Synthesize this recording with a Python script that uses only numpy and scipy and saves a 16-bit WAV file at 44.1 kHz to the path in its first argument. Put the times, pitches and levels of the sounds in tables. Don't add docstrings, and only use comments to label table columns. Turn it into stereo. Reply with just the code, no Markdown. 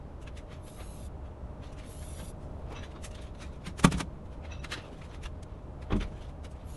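import sys
import numpy as np
from scipy import signal
from scipy.fft import rfft, irfft, next_fast_len
from scipy.io import wavfile
from scipy.ndimage import uniform_filter1d, map_coordinates

SR = 44100
rng = np.random.default_rng(int(sys.argv[2]) if len(sys.argv) > 2 else 0)


def digitize_waveform(pressure):
    field = np.atleast_2d(pressure).T
    bounded = np.clip(field, -1, 1)
    quanta = np.round(bounded * 32767).astype(np.int16)
    wavfile.write(sys.argv[1], SR, quanta)


N = 298116


def amp(db):
    return 10 ** (np.asarray(db) / 20)


def unit(x):
    return x / np.sqrt(np.mean(x ** 2) + 1e-20)


def clock():
    return np.arange(N) / SR


def along(points, hz):
    point_hz, value = np.transpose(points)
    return np.interp(np.log(hz + 1), np.log(point_hz + 1), value)


def wobble(knots_per_s):
    knots = rng.standard_normal(int(N * knots_per_s / SR) + 4)
    return map_coordinates(knots, [np.arange(N) * knots_per_s / SR])


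def filtered(x, response):
    size = next_fast_len(N + SR // 4)
    spectrum = rfft(x, size) * response(np.fft.rfftfreq(size, 1 / SR))
    return irfft(spectrum, size)[..., :N]


# freq_hz, side_minus_mid_db
STEREO_WIDTH = [(25, -17), (70, -18), (140, -27.5), (320, -36.5), (850, -27.5), (2000, -29.5), (4000, -14),
                (7000, -14), (10500, -7)]


def noise(spectrum, grain_db=0, patchy_db=0):
    z = signal.stft(rng.standard_normal((2, N)), nperseg=512)[2]
    field = uniform_filter1d(rng.standard_normal(z.shape[1:]), size=3, axis=0)
    field = uniform_filter1d(field, size=9, axis=1)
    pair = signal.istft(z * amp(patchy_db * unit(field)), nperseg=512)[1][:, :N]
    pair = pair * amp(grain_db * wobble(400))

    def mid_side_gains(hz):
        angle = np.arctan(amp(along(STEREO_WIDTH, hz)))
        return amp(along(spectrum, hz)) * [np.cos(angle), np.sin(angle)]

    mid, side = filtered(pair, mid_side_gains)
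    return unit(np.array([mid + side, mid - side]))


def add(track, start_s, sound):
    part = track[round(start_s * SR):][:len(sound)]
    part += sound[:len(part)]


def ring(modes, scatter_db):
    t = np.arange(SR // 2) / SR
    return sum(amp(db + scatter_db * rng.normal() - 60 * t / t60_s) * np.cos(2 * np.pi * hz * t)
               for hz, db, t60_s in modes)


def blows(hits, modes):
    track = np.zeros(N)
    for start_s, db, contact_s in hits:
        push = np.hanning(max(int(contact_s * SR), 3))
        struck = signal.fftconvolve(ring(modes, scatter_db=1), push / push.sum())
        add(track, start_s, amp(db) * struck)
    return track


def pressure(rows, rise, fall):
    t, power = clock(), np.zeros(N)
    for peak_s, db, length_s in rows:
        near = slice(max(int((peak_s - 4 * length_s) * SR), 0), int((peak_s + 6 * length_s) * SR))
        u = (t[near] - peak_s) / length_s
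        envelope = amp(db) * np.exp(np.where(u < 0, u / rise, -u / fall))
        power[near] += envelope ** 2
    return np.sqrt(power)


def scraped(force, modes, spread):
    body = ring(modes, scatter_db=1.5)
    kicks = force * rng.standard_normal((2, N))
    mid, side = signal.fftconvolve(kicks, body[None] / np.linalg.norm(body), axes=1)[:, :N]
    return np.array([mid + spread * side, mid - spread * side])


# freq_hz, relative_db
FELT_RASP = [(500, -47), (1100, -2), (1600, 1.5), (2600, 2), (3800, -0.5), (4700, -9), (6500, -13),
             (11000, -61)]
FELT_GRIT = [(2500, -33), (4500, 2), (6000, 7), (8000, 3.5), (10500, 5), (12000, -5.5)]
FELT_BODY = [(120, -33), (300, 9.5), (480, 4.5), (650, 0), (950, 3), (1300, 3), (1700, -7), (3000, -37)]


def friction(rows, grit_db, body_db, rise, fall, grain_db, patchy_db):
    peak_s, db, length_s = np.transpose(rows)[:3]
    total = 0
    for extra_db, colour in ((0, FELT_RASP), (grit_db, FELT_GRIT), (body_db, FELT_BODY)):
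        force = pressure(zip(peak_s, db + extra_db, length_s), rise, fall)
        total = total + force * noise(colour, grain_db, patchy_db)
    return total


# freq_hz, relative_db
TOWN_SPECTRUM = [(5, -9), (20, -8.5), (35, -3), (70, -1.5), (92, -5.5), (134, -8.5), (200, -14),
                 (332, -18.5), (423, -19.5), (538, -20), (666, -22.5), (895, -24.5), (1300, -31),
                 (1750, -40), (4700, -53.5), (10500, -59), (12000, -63), (15600, -94), (22000, -120)]
# pitch_hz, level_db, waver_hz
MACHINE_HUM = [(73, -51, 5), (298, -67, 3), (619, -62.3, 1.8), (580, -67, 4.5)]
TOWN_DB, TOWN_SWELL_DB, TOWN_SWELLS_PER_S = -43, 0.5, 2.53


def town():
    rumble = amp(TOWN_DB + TOWN_SWELL_DB * wobble(TOWN_SWELLS_PER_S)) * noise(TOWN_SPECTRUM)
    hum = 0
    for hz, db, waver_hz in MACHINE_HUM:
        level = amp(db + 2.4 * wobble(3.5)) * np.sqrt(2)
        phase = 2 * np.pi * np.cumsum(hz + waver_hz * wobble(25)) / SR
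        hum = hum + level * np.sin(phase)
    return rumble + hum


# freq_hz, t60_s
YARD_DECAY = [(150, 0.88), (1000, 0.096), (4000, 0.19), (11000, 0.12)]


def yard(x):
    hz, t, z = signal.stft(rng.standard_normal((2, SR // 2)), SR, nperseg=256)
    decay = amp(-60 * t / along(YARD_DECAY, hz)[:, None])
    mid, side = signal.istft(z * decay, SR, nperseg=256)[1]
    tail = np.array([mid + 0.11 * side, mid - 0.068 * side]) / np.linalg.norm(mid)
    delayed_tail = np.pad(tail, ((0, 0), (SR // 80, 0)))
    return signal.fftconvolve(x, delayed_tail, axes=1)[:, :N]


# peak_s, level_db, length_s
JOIST_SHUDDERS = [(3.89, -33.5, 0.22), (5.96, -34, 0.15)]
# freq_hz, relative_db
JOIST_SPECTRUM = [(30, -19), (60, 12.5), (100, -0.5), (190, 0.5), (300, -13), (450, -14.5), (1000, -64)]


def joists():
    return pressure(JOIST_SHUDDERS, rise=0.23, fall=0.69) * noise(JOIST_SPECTRUM)


# freq_hz, relative_db, t60_s
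MOUNT_MODES = [(34.8, -14, .6), (62.2, -8, 0.94), (80.7, -4.5, 1), (154, -14.5, 0.6)]
MOUNT_LAG_S, MOUNT_DECK_DB, MOUNT_JUG_DB = 0.0472, -17.5, -21


def mount():
    deck_sway = amp(MOUNT_DECK_DB) * blows(DECK_THUMPS, MOUNT_MODES)
    jug_sway = amp(MOUNT_JUG_DB) * blows(JUG_HITS, MOUNT_MODES)
    sway = np.zeros(N)
    add(sway, MOUNT_LAG_S, deck_sway + jug_sway)
    return sway * np.array([[1], [-1]])


# peak_s, level_db, length_s
BOOT_SHUFFLES = [(2.222, -46, 0.021), (2.595, -50, 0.19), (2.72, -43, 0.034), (4.92, -50, 0.088)]
# freq_hz, relative_db
HOLLOW_DECK = [(130, -17), (270, 6), (400, 0.5), (600, -2), (900, -8), (1500, -39)]
# peak_s, level_db, length_s
BOARD_KNOCKS = [(2.706, -46, .011), (2.727, -37.5, 0.014)]
# freq_hz, relative_db, t60_s
BOARD_MODES = [(453, 4, 0.079), (640, -12, .05), (810, 7, 0.05), (920, 1, 0.065)]


def knocks():
    shuffle = pressure(BOOT_SHUFFLES, rise=0.56, fall=0.46) * noise(HOLLOW_DECK, grain_db=3.0)
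    knock = scraped(pressure(BOARD_KNOCKS, rise=0.4, fall=0.5), BOARD_MODES, spread=.04)
    return shuffle + knock


# start_s, end_s, relative_db
FIDGET_SPELLS = [(.3, 0.626, -89), (1.66, 1.92, -63.5), (2.05, 2.18, -68.5), (2.85, 2.96, -65),
                 (3.08, 3.295, -63.5), (3.48, 3.658, -67), (4.32, 4.361, -64.5), (4.8, 5.13, -64.5),
                 (6.07, 6.25, -64), (6.54, 6.66, -72.5)]
FIDGETS_PER_S, FIDGET_S, FIDGET_SCATTER_DB, FIDGET_GRIT_DB = 33, 0.036, 1.8, -8
FIDGET_UNEVEN = 0.38


def fidgets():
    slot_s = np.arange(0, N / SR, 1 / FIDGETS_PER_S)
    shift, loud, gritty = rng.standard_normal((len(slot_s), 3)).T
    rows = np.column_stack([slot_s + FIDGET_UNEVEN * shift / FIDGETS_PER_S,
                            FIDGET_SCATTER_DB * loud,
                            np.full(len(slot_s), FIDGET_S),
                            FIDGET_GRIT_DB + FIDGET_SCATTER_DB * gritty])
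    return np.vstack([rows[(slot_s >= start_s) & (slot_s < end_s)] + [0, db, 0, 0]
                      for start_s, end_s, db in FIDGET_SPELLS])


# peak_s, relative_db, length_s, grit_db
BOOT_SCUFFS = [(.225, -61.5, 0.024, -1.5), (.277, -51, 0.017, -16), (.378, -51.5, 0.024, -5),
               (.529, -55.5, 0.054, -12), (.681, -58, 0.026, -3), (.808, -53.5, 0.037, -26),
               (1.26, -66.5, .035, -14), (1.312, -69, .008, -18), (1.642, -55, 0.035, -13),
               (1.73, -67, 0.013, 4.5), (1.794, -56, 0.031, -6), (2.03, -56, 0.02, -4),
               (2.199, -51.5, 0.031, -21), (2.43, -71, 0.054, -0.5), (2.725, -59.5, 0.09, -23),
               (2.768, -52, 0.052, -22), (2.841, -50.5, 0.031, -11.5), (2.962, -59, 0.029, -43),
               (3.048, -48, 0.025, 3.5), (3.115, -59, 0.012, 0.5), (3.153, -50, 0.013, -8),
               (3.19, -55, 0.03, -21), (3.222, -60.5, 0.02, 1.5), (3.25, -66, 0.027, -3),
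               (3.352, -59, 0.011, -9), (3.423, -49, 0.044, -6.5), (3.67, -45, 0.028, -6.5),
               (4.26, -69, 0.018, -6), (4.454, -53.5, 0.029, -17), (4.524, -53.5, 0.057, -23),
               (4.647, -46, 0.023, -13), (4.729, -40.5, 0.034, -10.5), (4.778, -47, 0.033, -19),
               (4.85, -61, 0.06, -25), (5.02, -54, 0.014, -15), (5.115, -58, 0.019, -20),
               (5.148, -53, 0.026, -12.5), (5.238, -51.5, 0.024, -5.5), (5.259, -46, 0.015, -9.5),
               (5.432, -54, 0.0074, 0.5), (5.826, -56.5, 0.019, -9), (5.927, -45.5, .016, -27),
               (5.968, -55.5, 0.022, -3), (6.011, -45, 0.018, -14), (6.029, -45.5, 0.023, -15),
               (6.225, -55.5, 0.027, -13), (6.295, -62.5, 0.023, -4), (6.45, -51, 0.018, -4.5),
               (6.515, -69, 0.025, 5.5)]
SCUFF_GAIN_DB = 2.5
SOLE_DB, SOLE_PER_GRIT = -7.5, 0.41


def roofer():
    rustle = amp(-78 + 4 * wobble(7)) * noise(FELT_RASP, grain_db=2)
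    scuffs = np.vstack([BOOT_SCUFFS, fidgets()])
    grit_db = scuffs[:, 3]
    body_db = SOLE_DB - SOLE_PER_GRIT * grit_db
    rubbing = friction(scuffs, grit_db, body_db, rise=0.43, fall=0.63, grain_db=1.0, patchy_db=3)
    return amp(SCUFF_GAIN_DB) * rubbing + rustle


# peak_s, level_db, length_s
STEEL_CLINKS = [(2.764, -45, 0.02), (2.792, -51.5, 0.026), (4.521, -44, 0.022), (4.595, -57.5, 0.031)]
# pitch_hz, relative_db, waver_hz
STEEL_TONES = [(2640, 0, 48), (3860, -5, 70), (5860, -8, 110)]


def clinks():
    tones = 0
    for hz, db, waver_hz in STEEL_TONES:
        level = amp(db + 3.5 * wobble(150))
        phase = 2 * np.pi * np.cumsum(hz + waver_hz * wobble(400)) / SR
        tones = tones + level * np.sin(phase)
    return pressure(STEEL_CLINKS, rise=0.27, fall=0.85) * unit(tones)


# start_s, end_s, relative_db, first_lag_ms, middle_lag_ms, last_lag_ms
SPRAY_BURSTS = [(0.638, 1.076, -58, 0.83, 0.74, 0.83), (1.867, 2.311, -54.5, 1.1, 0.84, 0.85),
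                (6.674, 6.915, -57.5, 0.98, 0.54, 0.7)]
# freq_hz, relative_db
JET_SPECTRUM = [(800, -32), (2000, -4.5), (3500, 2.5), (5000, -2), (7000, 1), (9000, 0), (10500, 10),
                (11500, 9.5), (13000, -41)]
SPRAY_ECHOES = [(1, .48), (2.7, .42)]


def spray(press_s=0.026, release_s=0.023, swell_db=1.1, sputter_db=.5):
    t, out = clock(), np.zeros((2, N))
    jet = noise(JET_SPECTRUM, grain_db=1, patchy_db=2)
    for start_s, end_s, db, *lags_ms in SPRAY_BURSTS:
        glide_ms = np.interp(t, np.linspace(start_s, end_s, len(lags_ms)), lags_ms)
        lag_s = (glide_ms + .009 * wobble(12)) / 1000
        opening = .5 + .5 * np.tanh((t - start_s) / press_s)
        closing = np.clip((end_s - t) / release_s + .5, 0, 1)
        bounced = 0
        for multiple, gain in SPRAY_ECHOES:
            position = (t - multiple * lag_s) * SR
            bounced = bounced + gain * np.array([map_coordinates(side, [position]) for side in jet])
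        level = amp(db + np.interp(t, [start_s, end_s], [-swell_db, 0]))
        out += level * opening * closing * (jet + bounced)
    return out * amp(sputter_db * wobble(45))


# peak_s, level_db, length_s
JUG_GRIPS = [(4.647, -35.5, 0.0083), (4.722, -33, 0.013), (4.74, -36.5, 0.034)]
# freq_hz, relative_db, t60_s
PLASTIC_MODES = [(1030, -3, .04), (1430, 5, 0.045), (1600, 4, .04), (1850, 3, .025), (2090, 6, 0.04),
                 (2400, 2, .02), (2650, 6, 0.03), (3450, 2, .02), (3800, 6, 0.028), (3980, 4, 0.04),
                 (5100, 2, 0.012)]
# peak_s, level_db, length_s
JUG_RUBS = [(5.908, -37, 0.016), (5.924, -30.5, 0.027), (5.962, -40.5, 0.018)]
# freq_hz, relative_db
JUG_BASE = [(150, -20), (300, 9.5), (500, 1), (1150, 0.5), (1500, -8), (2100, -7.5), (2500, -18),
            (3300, -11.5), (4300, -30), (6500, -37), (11000, -40)]
# start_s, relative_db, contact_s
JUG_HITS = [(5.922, -32, 0.0013), (5.93, -13.5, 0.0087), (5.942, -29, 0.0028), (5.956, -26, 0.0026),
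            (5.966, -30, 0.0025)]
# freq_hz, relative_db, t60_s
JUG_MODES = [(39.7, -11, 0.47), (76, -5.5, 0.053), (143, -3.5, 0.044), (202, 5, 0.064), (293, -7.5, 0.095),
             (347, -5, 0.087), (448, -17, 0.07), (612, -14, .08)]
JUG_BOOM_DB = 1.5


def jug():
    creak = scraped(pressure(JUG_GRIPS, rise=0.45, fall=0.28), PLASTIC_MODES, spread=0.023)
    grate = pressure(JUG_RUBS, rise=0.29, fall=0.62) * noise(JUG_BASE, grain_db=-0.5)
    return creak + grate + amp(JUG_BOOM_DB) * blows(JUG_HITS, JUG_MODES)


# peak_s, relative_db, length_s, grit_db, body_db, ring_db
TOOL_CLACKS = [(3.798, -41, 0.015, 0, -0.5, -14), (3.849, -24, 0.01, -1, 3, 2),
               (3.875, -44.5, 0.015, -4.5, 10.5, -17), (3.925, -34, 0.01, -2, -2.5, -15),
               (3.944, -44, 0.028, -9, 0, -17), (3.984, -48.5, 0.014, 5.5, 7, -11),
               (4.007, -33.5, 0.014, -3.5, 2, -7)]
# freq_hz, relative_db, t60_s
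TOOL_MODES = [(747, -3, 0.05), (932, 6, 0.05), (1134, 4, 0.055), (1228, 5, 0.04), (1692, 1, 0.04),
              (1939, 0, 0.05), (2239, -4, 0.05), (2347, -4, 0.05), (2665, -2, 0.05), (3080, -2, 0.04),
              (3348, -2, .05), (3980, -6, .05), (4170, -5, .05), (5950, -2, .025)]
# start_s, level_db, contact_s
DECK_THUMPS = [(2.226, -34, 0.0051), (3.672, -27.5, 0.0062), (3.846, -12, 0.0017), (3.921, -32, 0.0017),
               (3.941, -24.5, 0.0036), (4.006, -34, 0.0026), (5.245, -25, 0.0125)]
# freq_hz, relative_db, t60_s
DECK_MODES = [(44, -3, 0.046), (151, -8, 0.2), (176, 0.5, 0.13), (185, -15, 0.16), (219, -11, 0.048),
              (261, -7, 0.14), (325, -26, 0.064), (420, -12, 0.057), (510, -17, .07), (560, -15, 0.14)]


def dropped_tool():
    peak_s, db, length_s, grit_db, body_db, ring_db = np.transpose(TOOL_CLACKS)
    clatter = friction(TOOL_CLACKS, grit_db, body_db, rise=0.66, fall=0.59, grain_db=0.5, patchy_db=1.0)
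    skid_force = pressure(zip(peak_s - .003, db + ring_db, length_s), rise=.4, fall=.2)
    skid = scraped(skid_force, TOOL_MODES, spread=.13)
    hits = [(when_s - .001, hit_db, .0002) for when_s, hit_db in zip(peak_s, db + ring_db)]
    strike = blows(hits, TOOL_MODES)
    boom = blows(DECK_THUMPS, DECK_MODES)
    return amp(-0.5) * clatter + skid + amp(-4.0) * strike + boom


# freq_hz, left_minus_right_db
EAR_BALANCE = [(400, 1), (2000, -0.9), (3700, 1.8), (6700, -0.5), (11000, -2)]
# freq_hz, left_lead_rad
EAR_LEAD = [(4000, 0), (6500, 0.78), (8300, 0.21), (10000, 0.91), (12000, 1.6)]


def ears(x):
    half = np.array([[.5], [-.5]])

    def response(hz):
        gain = amp(half * along(EAR_BALANCE, hz))
        return gain * np.exp(1j * half * along(EAR_LEAD, hz))

    return filtered(x, response)


def scene():
    work = ears(roofer() + dropped_tool() + jug() + knocks() + clinks() + spray())
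    return work + amp(-26.5) * yard(work) + joists() + mount() + town()


CEILING, TOP_HZ = .68, 11800


def record(dry):
    held = dry / (1 + (dry / CEILING) ** 6) ** (1 / 6)
    return filtered(held, lambda hz: 1 / np.sqrt(1 + (hz / TOP_HZ) ** 160))


dry = scene()
out = record(dry)
digitize_waveform(out)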